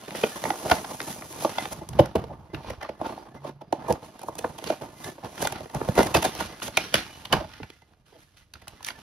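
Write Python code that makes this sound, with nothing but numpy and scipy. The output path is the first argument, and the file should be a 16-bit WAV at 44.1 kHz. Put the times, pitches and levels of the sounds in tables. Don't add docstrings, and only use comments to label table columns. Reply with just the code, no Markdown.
import sys
import numpy as np
from scipy import signal
from scipy.fft import rfft, irfft, next_fast_len
from scipy.io import wavfile

SR = 44100
rng = np.random.default_rng(int(sys.argv[2]) if len(sys.argv) > 2 else 0)


def dump(signal):
    limited = np.clip(np.atleast_2d(signal).T, -1, 1)
    pcm = np.round(limited * 32767).astype(np.int16)
    wavfile.write(sys.argv[1], SR, pcm)


N = 397782
T = np.arange(N) / SR
SPLIT_HZ = 1300


def undb(db):
    return 10 ** (np.asarray(db) / 20)


def unit(x):
    return x / np.sqrt(np.mean(x ** 2))


def across(table, size, column=1):
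    rows = np.array(table)
    bins = np.log(np.fft.rfftfreq(size, 1 / SR) + 1)
    return np.interp(bins, np.log(rows[:, 0]), rows[:, column])


def colour(x, table):
    size = next_fast_len(x.shape[-1])
    return irfft(rfft(x, size) * undb(across(table, size)), size)[..., :x.shape[-1]]


def ring(x, hz, t60):
    p = np.exp(-np.log(1000) / (t60 * SR))
    w = 2 * np.pi * hz / SR
    return signal.lfilter([np.sin(w)], [1, -2 * p * np.cos(w), p * p], x)


# [f/Hz, likeness 0-1, left minus right level/dB]
STEREO_IMAGE = [(60, 0.91, -2.5), (298, 0.94, -0.8), (700, 0.8, -4), (1290, 0.6, -1), (2797, 0.5, -3),
                (4710, 0.48, -5), (5800, 0.2, -4), (7150, 1, -1.5), (14000, 1, 1)]
# [f/Hz, turn/half turns]
RIGHT_TURN = [(0, 0), (600, .13), (1600, .2), (5600, .1), (7000, -.92), (8700, -1.05), (10600, -1.95),
              (12200, -2.05), (13900, -2.96), (15500, -3.05), (17000, -3.2)]
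# [t/s, left minus right level/dB]
BALANCE = [(0, 1), (4.5, -0.45), (6, 0.6), (9.02, -1)]


def stereo(shared, other):
    size = next_fast_len(N)
    like = np.clip(across(STEREO_IMAGE, size), 0, 1)
    shared = rfft(shared, size) * np.sqrt((1 + like) / 2)
    other = rfft(other, size) * np.sqrt((1 - like) / 2)
    pan = undb(across(STEREO_IMAGE, size, column=2) / 2)
    half_turns = np.interp(np.fft.rfftfreq(size, 1 / SR), *np.transpose(RIGHT_TURN))
    left = (shared + other) * pan
    right = (shared - other) * np.exp(1j * np.pi * half_turns) / pan
    channels = irfft(np.array([left, right]), size)[:, :N]
    balance_db = np.interp(T, *np.transpose(BALANCE))
    return channels * undb(balance_db * np.array([[.5], [-.5]]))


# [f/Hz, level/dB]
AIR_COLOUR = [(30, -1.5), (90, -1), (200, -12.5), (600, -21.5), (3000, -34.5), (16000, -48)]
AIR_DB = -62


def air():
    return undb(AIR_DB) * unit(colour(rng.standard_normal(N), AIR_COLOUR))


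# [f/Hz, level/dB]
TAIL_COLOUR = [(100, -21), (400, 0), (16000, -3.5)]
ROOM_T60_S, ROOM_DB = 0.16, -14


def room(x):
    t = np.arange(SR // 2) / SR
    tail = colour(rng.standard_normal(len(t)), TAIL_COLOUR)
    tail = tail * np.exp(-np.log(1000) * t / ROOM_T60_S) * (t > .003)
    tail = tail / np.sqrt(np.sum(tail ** 2))
    return x + undb(ROOM_DB) * signal.fftconvolve(x, tail)[:N]


# [t/s, f/Hz, level/dB rms]
HUM_GLIDE = [(3.28, 130, -54), (3.456, 142, -43.5), (3.64, 140.5, -53.5)]


def hum():
    s, hz, db = np.transpose(HUM_GLIDE)
    level = np.sqrt(2) * undb(np.interp(T, s, db, -120, -120))
    return level * np.sin(2 * np.pi * np.cumsum(np.interp(T, s, hz)) / SR)


# [t/s, level/dB]
RUMBLE_GAIN = [(0, -14), (1.3, -7), (2.75, 6.5), (3.2, -13), (4.3, -5), (6.8, -1.5), (7.3, 4.5), (9.02, 6)]


def rumble(x):
    lowpass = signal.butter(2, 105., fs=SR, output="sos")
    deep = signal.sosfiltfilt(lowpass, x)
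    return x + deep * (undb(np.interp(T, *np.transpose(RUMBLE_GAIN))) - 1)


# [f/Hz, level/dB]
THUD_COLOUR = [(30, -11), (70, 4.5), (150, 6), (220, -1), (350, -44)]


def card_thud(noise):
    return colour(noise, THUD_COLOUR)


# [f/Hz, level/dB]
TEARING_COLOUR = [(1800, -3.5), (4800, 1), (7400, 6.5), (8800, 5.5), (11000, 2.5), (13000, -4),
                  (15200, 6.5), (16500, -17)]


def tearing(noise):
    return colour(noise, TEARING_COLOUR)


# [f/Hz, level/dB]
FINE_CRACKLE = [(800, -21), (1300, 1), (2000, -2), (3000, -0.5), (4500, -5.5), (6000, -8.5), (7000, -30.5)]
# [f/Hz, level/dB]
COARSE_CRACKLE = [(800, -13), (1300, 2.5), (2500, -16), (4500, -26.5), (7000, -51.5)]


def crackling(noise, treble_db):
    bright = np.clip(2.0 + treble_db / 9.94, 0, 1)
    fine = np.sqrt(bright) * unit(colour(noise, FINE_CRACKLE))
    coarse = np.sqrt(1 - bright) * unit(colour(noise, COARSE_CRACKLE))
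    return fine + coarse


def grains(per_s, spread_db, tail_s, smooth):
    sizes = undb(spread_db * np.minimum(rng.exponential(size=N), 4))
    kicks = (rng.random(N) < per_s / SR) * sizes
    p = np.exp(-1 / (tail_s * SR))
    slips = unit(signal.lfilter([1], [1, -2 * p, p * p], kicks))
    return unit(smooth + slips)


def patchy(per_s, spread_db):
    steps = np.clip(rng.standard_normal(int(N / SR * per_s) + 2), -3, 1.4)
    return undb(spread_db * np.interp(T * per_s, np.arange(len(steps)), steps))


# [t/s, shell rustle level/dB, card thud level/dB, crackle level/dB,
# fine tearing level/dB]
STEADY_PULL = [(0, -44.5, -51, -50.5, -51.5), (0.35, -38.5, -60, -45, -41.5), (1.25, -46, -48, -65, -46.5),
               (1.7, -41.5, -45, -46, -44), (1.85, -49.5, -46, -58.5, -59.5),
               (2.4, -51.5, -49, -70.5, -72.5), (2.95, -53, -63, -71.5, -71.5),
               (3.549, -62, -51.5, -73.5, -88), (4.15, -51.5, -75, -60, -61.5),
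               (4.93, -61, -67, -72, -88.5), (5.33, -55.5, -65, -59.5, -51),
               (6.55, -59.5, -59.5, -54, -70.5), (7.2, -61.5, -66, -64, -63.5), (7.5, -54, -62, -62, -67),
               (7.8, -80, -74, -64.5, -69.5), (8.0, -86, -71, -85, -97), (8.5, -77, -75, -79, -80),
               (9.02, -50, -65, -51.5, -57.5)]
# [peak t/s, shell rustle level/dB, card thud level/dB, crackle level/dB,
# fine tearing level/dB, swell t/s, fade t/s]; both times are held within 0.008 to 1 s
SHELL_FLEXES = [(0.159, -37, -61, -36.5, -37.5, 0.02, 0.2), (0.244, -37.5, -54, -38.5, -38.5, 0.08, 0.2),
                (.45, -35.5, -52, -45.5, -40, .008, 0.5), (.716, -23, -37.5, -32.5, -31.5, 0.1, 0.14),
                (.9, -38.5, -54.5, -47.5, -43.5, 0.1, 0.14), (1.109, -35, -44.5, -41, -34.5, 0.2, 0.09),
                (1.327, -51.5, -60, -54, -39.5, .08, -0.27), (1.438, -33.5, -65, -36.5, -31, 0.06, 0.05),
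                (1.638, -34, -57, -38.5, -42, 0.54, 0.04), (1.732, -28, -40, -42, -31.5, 0.03, 0),
                (1.956, -40, -29.5, -58, -62.5, 0.08, 0.16), (2.003, -31, -30.5, -40.5, -56.5, 0.05, 0.14),
                (2.161, -31, -31, -49, -58, .01, .2), (2.538, -39, -41, -52, -63, .009, 0.2),
                (2.693, -38, -57, -45.5, -55, 0.16, 0.13), (2.786, -39, -36.5, -69, -64, .008, .008),
                (2.824, -44, -61, -43, -58.5, 0.01, 0.12), (3.02, -37, -38, -55, -60, 0.04, 0.06),
                (3.069, -32.5, -61, -46.5, -50, 0.1, 0.24), (3.344, -41, -43.5, -57.5, -62, -0.47, 0.12),
                (3.476, -37, -58, -46, -53, 0.06, 0.05), (3.733, -39, -48, -54, -64, .009, 0.25),
                (3.905, -28.5, -50, -47.5, -51.5, 0.12, 0.12),
                (4.051, -39.5, -45.5, -49.5, -50, 0.06, 0.08), (4.225, -49, -66, -49.5, -58, 0.1, -0.1),
                (4.292, -43.5, -51, -57.5, -46, 0.07, -0.85), (4.452, -39.5, -44, -52.5, -50, 0.24, 0.24),
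                (4.6, -45, -38, -61, -53, -0.1, -0.34), (4.695, -34, -50, -39, -42, 0.15, 0.14),
                (4.816, -34, -46, -46.5, -47, .008, 0.12), (5.068, -37.5, -45, -44.5, -41, 0.15, 0.1),
                (5.251, -32.5, -40.5, -45.5, -49, 0.04, 0.07), (5.439, -28, -60, -36, -34.5, 0.09, 0.08),
                (5.572, -41, -45.5, -43, -61, 0.4, 0.07), (5.65, -39, -50, -52, -56, 0.2, -0.1),
                (5.76, -32.5, -46.5, -47.5, -47, 0.07, 0.4), (5.89, -39, -44, -47, -46, 0.14, 1),
                (5.988, -18.5, -34, -29, -30, 0.04, 0.14), (6.158, -23, -33, -28.5, -31.5, -0.04, 0.1),
                (6.247, -29, -45, -32, -34.5, -0.02, 0.11), (6.42, -30.5, -37, -34, -39, 0.19, 0.14),
                (6.626, -41.5, -62, -37.5, -35.5, -0.01, 0.1),
                (6.681, -37, -46.5, -36.5, -34.5, 0.09, .008), (6.78, -36, -49, -32, -41, 0.05, 0.21),
                (6.95, -31.5, -49, -24, -34, 0.02, 0.107), (7.137, -47, -56.5, -49.5, -53, 1, 0.6),
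                (7.333, -21.5, -29, -30.5, -42, 0.0248, 0.0944), (7.544, -58, -55, -48, -59.5, 0.2, 0.24),
                (7.634, -43.5, -46, -64.5, -62.5, -0.14, 0.04), (7.932, -62, -65, -76, -79.5, 0.2, -0.2),
                (8.06, -64.5, -69.5, -59.5, -64, -0.04, 0.5), (8.2, -63, -65, -59.5, -61, 0.06, 0.2),
                (8.371, -63, -63, -52.5, -57.5, -0.03, 0.1), (8.545, -57, -56, -56.5, -66, -0.2, 0.3),
                (8.679, -52.5, -62, -56.5, -64, -0.1, 3.5), (8.81, -55, -49, -61, -60, -0.1, -0.1),
                (8.881, -42, -74.5, -35, -36, 0.0444, 0.04)]
FADE_DB = 20


def handling(size=4000):
    t = np.linspace(0, N / SR, size)
    s, *columns = np.transpose(STEADY_PULL)
    pull = undb([np.interp(t, s, c) for c in columns])
    rows = np.array(SHELL_FLEXES)
    late = t - rows[:, :1]
    swell_s, fade_s = np.clip(rows[:, -2:], .008, 1).T[:, :, None]
    shape = undb(FADE_DB * np.minimum(late / swell_s, -late / fade_s))
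    power = pull ** 2 + undb(rows[:, 1:-2].T) ** 2 @ shape ** 2
    return [np.interp(T, t, 10 * np.log10(p)) for p in power]


# [f/Hz, relative level/dB]
SHELL_MODES = [(250, -1), (330, -3.5), (400, 1), (500, -3.5), (620, 0), (720, 2.5), (810, -1), (900, 2.5),
               (1030, -0.5), (1180, -19), (1450, -18), (1750, -6.5), (2050, -6.5), (2430, -17), (2970, -15),
               (3600, -20), (4300, -17), (4900, -16), (5800, -19.5)]


def rustle(slow, quick):
    shell_db, thud_db, crackle_db, tearing_db = handling()
    noise = rng.standard_normal((4, N))
    rasp = (quick + .5 * slow) * noise[2]
    hollow = bright = 0
    for hz, db in SHELL_MODES:
        if hz < SPLIT_HZ:
            tilt_db = -0.63 * np.log2(hz / 500)
            hollow = hollow + undb(db + tilt_db) * ring(slow * patchy(30., 4.8) * noise[0], hz, 0.022)
        else:
            bright = bright + undb(db) * ring(rasp * patchy(22., 26.0), hz, 0.13)
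    crackle = unit(crackling(rasp, tearing_db - crackle_db) + 0.55 * unit(bright))
    thud = unit(card_thud(slow * noise[1]))
    fibres = unit(tearing((quick + 0.4 * slow) * noise[3]))
    return (undb(shell_db) * unit(hollow) + undb(thud_db) * thud
            + undb(crackle_db) * crackle + undb(tearing_db) * fibres)


# [peak t/s, shell level/dB, shell f/Hz, thud level/dB,
# crack level/dB, crack f/Hz, tick level/dB, softness/ms (sets ramp and ring)]
CREASE_SNAPS = [(0.083, -27, 416, -62, -30.5, 1840, -41, 2.4),
                (0.108, -36, 710, -56, -25, 2500, -34.5, 0.67),
                (0.152, -23.5, 570, -52, -24, 1970, -43, 1.4), (.239, -6.5, 470, -48, -10, 2540, -36, 1.8),
                (0.44, -15, 587, -31, -19.5, 1970, -21, 0.59),
                (0.455, -16, 904, -35.5, -18, 1965, -38.5, 1.8),
                (0.505, -11.5, 860, -37, -14, 1970, -25.5, 1.2),
                (0.654, -23.5, 392, -44, -35, 5340, -40.5, 2.4),
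                (0.701, -16, 755, -34, -17, 1440, -25, 2.4), (.718, -3, 718, -13.5, -5.5, 1467, -17.5, 3.3),
                (.787, -29, 700, -48, -26.5, 2060, -38, 3), (.849, -24, 786, -54, -27, 1370, -37.5, 3.8),
                (1.004, -30, 750, -44, -15.5, 2050, -30.5, 0.91),
                (1.016, -30, 720, -51.5, -27, 5300, -23, 0.49),
                (1.223, -32, 980, -66, -26.5, 2020, -53, 0.82), (1.425, -25, 694, -55, -39, 3030, -24.5, 2),
                (1.45, -7, 564, -51, -21, 1340, -27, 1.4), (1.585, -13, 790, -50, -14, 3400, -31, 1.9),
                (1.656, -23.5, 800, -46, -21, 1600, -29.5, 1.3), (1.82, -25, 611, -34, -54, 1395, -55, 5.3),
                (1.891, -34.5, 717, -41, -50.5, 4900, -22.5, 1.2),
                (1.935, -32.5, 672, -40, -35, 1510, -39.5, 2.8), (1.997, 3, 563, -5, -12, 2976, -23, 4.2),
                (2.06, -28, 700, -35, -28, 1374, -28.5, 1.9), (2.159, -6, 394, -21.5, -23, 2740, -26, 3.2),
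                (2.241, -23.5, 460, -43, -34, 1300, -42, 0.89), (2.312, -29, 600, -35, -60, 1530, -71, 11),
                (2.539, -23.5, 350, -31, -42, 1400, -49, 4),
                (2.548, -27.5, 340, -27.5, -23, 2840, -38.5, 1.9),
                (2.648, -29, 565, -51, -43, 1370, -62, 2.5),
                (2.706, -21.5, 536, -32, -28.5, 1890, -30, 4.8),
                (2.816, -29.5, 1150, -47, -30.5, 1790, -45, 4.9),
                (2.833, -23.5, 610, -56, -25, 1770, -36, 4.6), (2.85, -27, 1170, -57, -32, 1850, -49, 5.2),
                (2.895, -20.5, 560, -40, -30, 1950, -43.5, 3.5),
                (3.015, -14, 645, -37, -39, 1360, -40, 0.9), (3.064, -20.5, 740, -52, -29.5, 1390, -46, 13),
                (3.097, -27.5, 815, -52.5, -36, 2750, -48, 4.1),
                (3.124, -32, 784, -50, -48, 1700, -44, 0.85), (3.179, -27, 795, -61, -44, 1700, -51, 1.6),
                (3.45, -23, 612, -48, -48, 3200, -44, 5.9), (3.495, -27.5, 390, -60, -40.5, 1500, -45, 4.6),
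                (3.619, -28, 730, -48, -41.5, 1320, -49.5, 5.2),
                (3.728, -7.5, 727, -31.5, -23.5, 1720, -24.5, 1.57),
                (3.888, -19, 668, -42, -46, 1330, -34.5, 4.8), (3.909, -8, 500, -17, -28, 1670, -28.5, 9.6),
                (3.926, -24.5, 380, -32, -29.5, 5400, -17.5, 0.82),
                (4.194, -37.5, 675, -58, -42, 1630, -32.5, 1.2),
                (4.217, -31, 800, -54, -46, 3120, -32, 0.57),
                (4.235, -26.5, 830, -58, -42, 2500, -31.5, 2.5),
                (4.287, -14.5, 710, -35, -49, 1300, -36, 1.45), (4.355, -34, 700, -56, -40, 4500, -29, 1),
                (4.392, -26.5, 520, -54, -29, 2570, -22, 5.1),
                (4.447, -11, 525, -45, -21, 1256, -55.5, 2.7),
                (4.588, -29, 846, -49.5, -31, 3220, -28.5, 4), (4.627, -30, 453, -45, -54, 1400, -52, 2.7),
                (4.642, -27, 543, -35, -26, 3270, -22.5, 0.87), (4.676, -25, 456, -43, -27.5, 4520, -29, 4),
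                (4.704, -9, 627, -51, -20, 1370, -30.5, 2), (4.821, -24, 450, -31.5, -34.5, 1440, -40, 1.4),
                (5.046, -31.5, 740, -36.5, -30, 3800, -27.5, 3.9),
                (5.091, -26.5, 384, -40, -38, 2110, -46, 13), (5.186, -33, 560, -60, -44, 1600, -52, 4),
                (5.238, -29.5, 765, -39, -40, 1510, -50, 1.4), (5.38, -34, 575, -59, -26.5, 1450, -39, 1.2),
                (5.427, -15.5, 593, -28, -21.5, 1590, -16, 6), (5.454, -14, 790, -32, -20, 3600, -24, 4.4),
                (5.473, -20, 895, -45, -13, 1530, -11.5, 0.81),
                (5.525, -24, 850, -56.5, -26.5, 2300, -21, 2.1), (5.565, -34, 841, -58, -32, 1460, -54, 18),
                (5.608, -26, 626, -34, -37, 3150, -37, 1.6), (5.66, -27.5, 480, -48, -38, 1750, -47, 2.4),
                (5.7, -36.5, 800, -54, -38, 1900, -42, 1.6), (5.75, -19.5, 675, -39, -34, 1992, -23.5, 2.7),
                (5.76, -23.5, 301, -17, -30, 1500, -45, 5), (5.816, -12.5, 415, -28, -22, 1260, -47, 2),
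                (5.852, -29.5, 700, -59, -39, 1400, -45, 1.5),
                (5.889, -11, 543, -10, -25, 1314, -30.5, 1.7),
                (5.956, -25.5, 338, -30.5, -28.5, 2610, -26.5, 2.3),
                (5.981, -3, 418, -14.5, -16, 1445, -22.5, 3.5),
                (5.993, -0.5, 427, -21, -13, 1446, -22.5, 2.5),
                (6.007, -6.5, 571, -29.5, -12.5, 1465, -29, 3.7),
                (6.032, -14, 724, -24, -22.5, 1450, -15.5, 1.4),
                (6.072, -24.5, 553, -41.5, -23.5, 1604, -23, 5.7),
                (6.151, -5, 698, -18.5, -8.5, 2623, -13, 5),
                (6.172, -11.5, 717, -16.5, -15, 1580, -15.5, 6.2),
                (6.23, -20, 747, -47, -18.5, 2920, -16, 4), (6.253, -11.5, 765, -34, -16.5, 1650, -15, 7.1),
                (6.352, -28.5, 700, -56, -30.5, 5200, -25, 1),
                (6.41, -17.5, 680, -46, -18.5, 1440, -23, 4.7),
                (6.601, -38.5, 1100, -58.5, -34.5, 1400, -46, 1.5),
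                (6.623, -33, 1000, -57.5, -21.5, 2930, -41.5, 2.5),
                (6.672, -47.5, 510, -57, -31, 3470, -34, 1.5), (6.684, -24.5, 585, -33, -28, 1570, -33, 5),
                (6.775, -11.5, 803, -34, -4.5, 2420, -10, 2.4),
                (6.943, -9.5, 607, -32.5, -3, 3010, -5.5, 1.2),
                (6.956, -29, 1130, -26.5, -10.5, 1620, -16.5, 0.37),
                (7.256, -34.5, 1015, -42.5, -22, 3000, -29.5, 2.8),
                (7.329, -13, 600, -30.5, -6, 2990, -11, 2.2),
                (7.339, -13.5, 426, -19.5, -9.5, 1655, -22.5, 6.1),
                (7.411, -23.5, 604, -38.5, -33, 1560, -46, 7.8),
                (7.447, -30, 660, -40, -38, 1520, -51, 6.6), (7.539, -45, 800, -52, -34, 1900, -44, 2.7),
                (7.602, -30, 440, -59, -39, 1820, -64, 0.59), (7.612, -36, 297, -34, -57, 1500, -65, 5),
                (7.633, -35, 700, -34, -28, 2370, -45, 1.9),
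                (7.703, -36.5, 365, -58, -32.5, 3360, -39, 1.2),
                (7.822, -46.5, 900, -55, -49, 1490, -54, 1.9),
                (7.936, -55, 800, -60, -51.5, 1500, -63, 1.3), (8.13, -42, 440, -69, -53.5, 3280, -62, 6.7),
                (8.16, -43.5, 506, -67, -51, 3240, -62, 38),
                (8.539, -51, 1080, -68.5, -29.5, 4360, -34, 1.4),
                (8.558, -55, 905, -51, -35.5, 1510, -54.5, 2.2),
                (8.623, -44, 700, -50, -43, 1980, -46, 3.9), (8.674, -35.5, 1130, -46, -38, 1500, -49, 2.2),
                (8.682, -42, 980, -53, -32, 3150, -25, 1.1), (8.808, -36, 1060, -48, -42, 1790, -57, 2.1),
                (8.83, -46, 990, -62, -34, 6040, -32, 1.53), (8.848, -53, 910, -58, -23, 5760, -18, 0.93),
                (8.869, -41, 1095, -63, -33, 2400, -23, 2.9),
                (8.887, -32, 1050, -64, -15.5, 2260, -20, 0.84),
                (8.906, -33, 1030, -64, -24, 3360, -41, 2.8)]
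RING_S, RING_PER_RISE = 0.022, 3.1
SAG_PER_S = 4.63
LATE_S_PER_OCTAVE, THUD_LATE_S = .005, .006


def snaps(size=3072, lead=1024):
    s, peak_db, hz, thud_db, crack_db, crack_hz, tick_db, rise_ms = np.transpose(CREASE_SNAPS)[:, :, None]
    rise = rise_ms / 1000
    ramp_s = np.clip(2.27 * rise, .0004, .03)
    t60 = np.clip(RING_S + RING_PER_RISE * rise, .01, .15)
    t = (np.arange(size) - lead) / SR

    def rising(t):
        return np.log(np.clip(1 + t / ramp_s, 1e-6, 1))

    def falling(t):
        return -np.maximum(t, 0) * np.log(1000) / t60

    swell, fade = rising(t), falling(t)
    chance = rng.random((len(CREASE_SNAPS), len(SHELL_MODES), 3))
    noise = rng.standard_normal((len(CREASE_SNAPS), 3, size))
    turns = rng.random((len(CREASE_SNAPS), 2))
    sag = t - SAG_PER_S * np.clip(t, 0, .02) * t

    hollow = 1.33 * np.sin(2 * np.pi * (hz * sag + turns[:, :1])) * np.exp(2.54 * swell + fade)
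    bright = 1.02 * np.sin(2 * np.pi * (crack_hz * sag + turns[:, 1:]))
    for k, (mode_hz, db) in enumerate(SHELL_MODES):
        bent = mode_hz * (1 + 0.19 * (chance[:, k, 1:2] - .5))
        mode = undb(-8. * chance[:, k, :1]) * np.sin(2 * np.pi * (bent * sag + chance[:, k, 2:]))
        if mode_hz < SPLIT_HZ:
            late = t - LATE_S_PER_OCTAVE * np.maximum(np.log2(hz / mode_hz), 0)
            nearness_db = -5.0 * np.log2(mode_hz / hz) ** 2
            decay = falling(late) * np.sqrt(mode_hz / hz)
            hollow = hollow + mode * undb(db + nearness_db) * np.exp(1.44 * rising(late) + decay)
        else:
            bright = bright + mode * undb(-25. * np.log2(mode_hz / crack_hz) ** 2)

    thud_t = t - THUD_LATE_S
    thud = card_thud(noise[:, 0] * np.exp(1.5 * rising(thud_t) + 0.74 * falling(thud_t)))
    crack = crackling(noise[:, 1], tick_db - crack_db) * np.exp(0.17 * fade) + bright * np.exp(-.3 * fade)
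    crack = crack * np.exp(1.1 * swell + 1.63 * fade)
    tick = tearing(noise[:, 2]) * np.exp(0.74 * swell + 4.0 * fade)
    layers = [(hollow, peak_db), (thud, thud_db), (crack, crack_db), (tick, tick_db)]
    sound = sum(x * undb(db) / np.abs(x).max(axis=1, keepdims=True) for x, db in layers)

    out = np.zeros(N + 2 * size)
    for at, one in zip((s[:, 0] * SR).astype(int), sound):
        out[at:at + size] += one
    return out[lead:lead + N]


def scene():
    slow = grains(220., 3.2, 0.003, smooth=0.45)
    quick = grains(300.0, 3., 0.0004, smooth=2.)
    shared, other = (room(rumble(rustle(slow, quick) + snaps())) + air() for _ in range(2))
    return stereo(shared + hum(), other)


LOW_HZ, TOP_HZ = 44, 16100


def record(dry):
    highpass = signal.butter(3, LOW_HZ, "high", fs=SR, output="sos")
    thin = signal.sosfilt(highpass, dry)
    rounded = 1.085 * np.tanh(thin / 1.317)
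    lowpass = signal.ellip(8, .2, 80, TOP_HZ, fs=SR, output="sos")
    return signal.sosfilt(lowpass, rounded)


dry = scene()
out = record(dry)
dump(out)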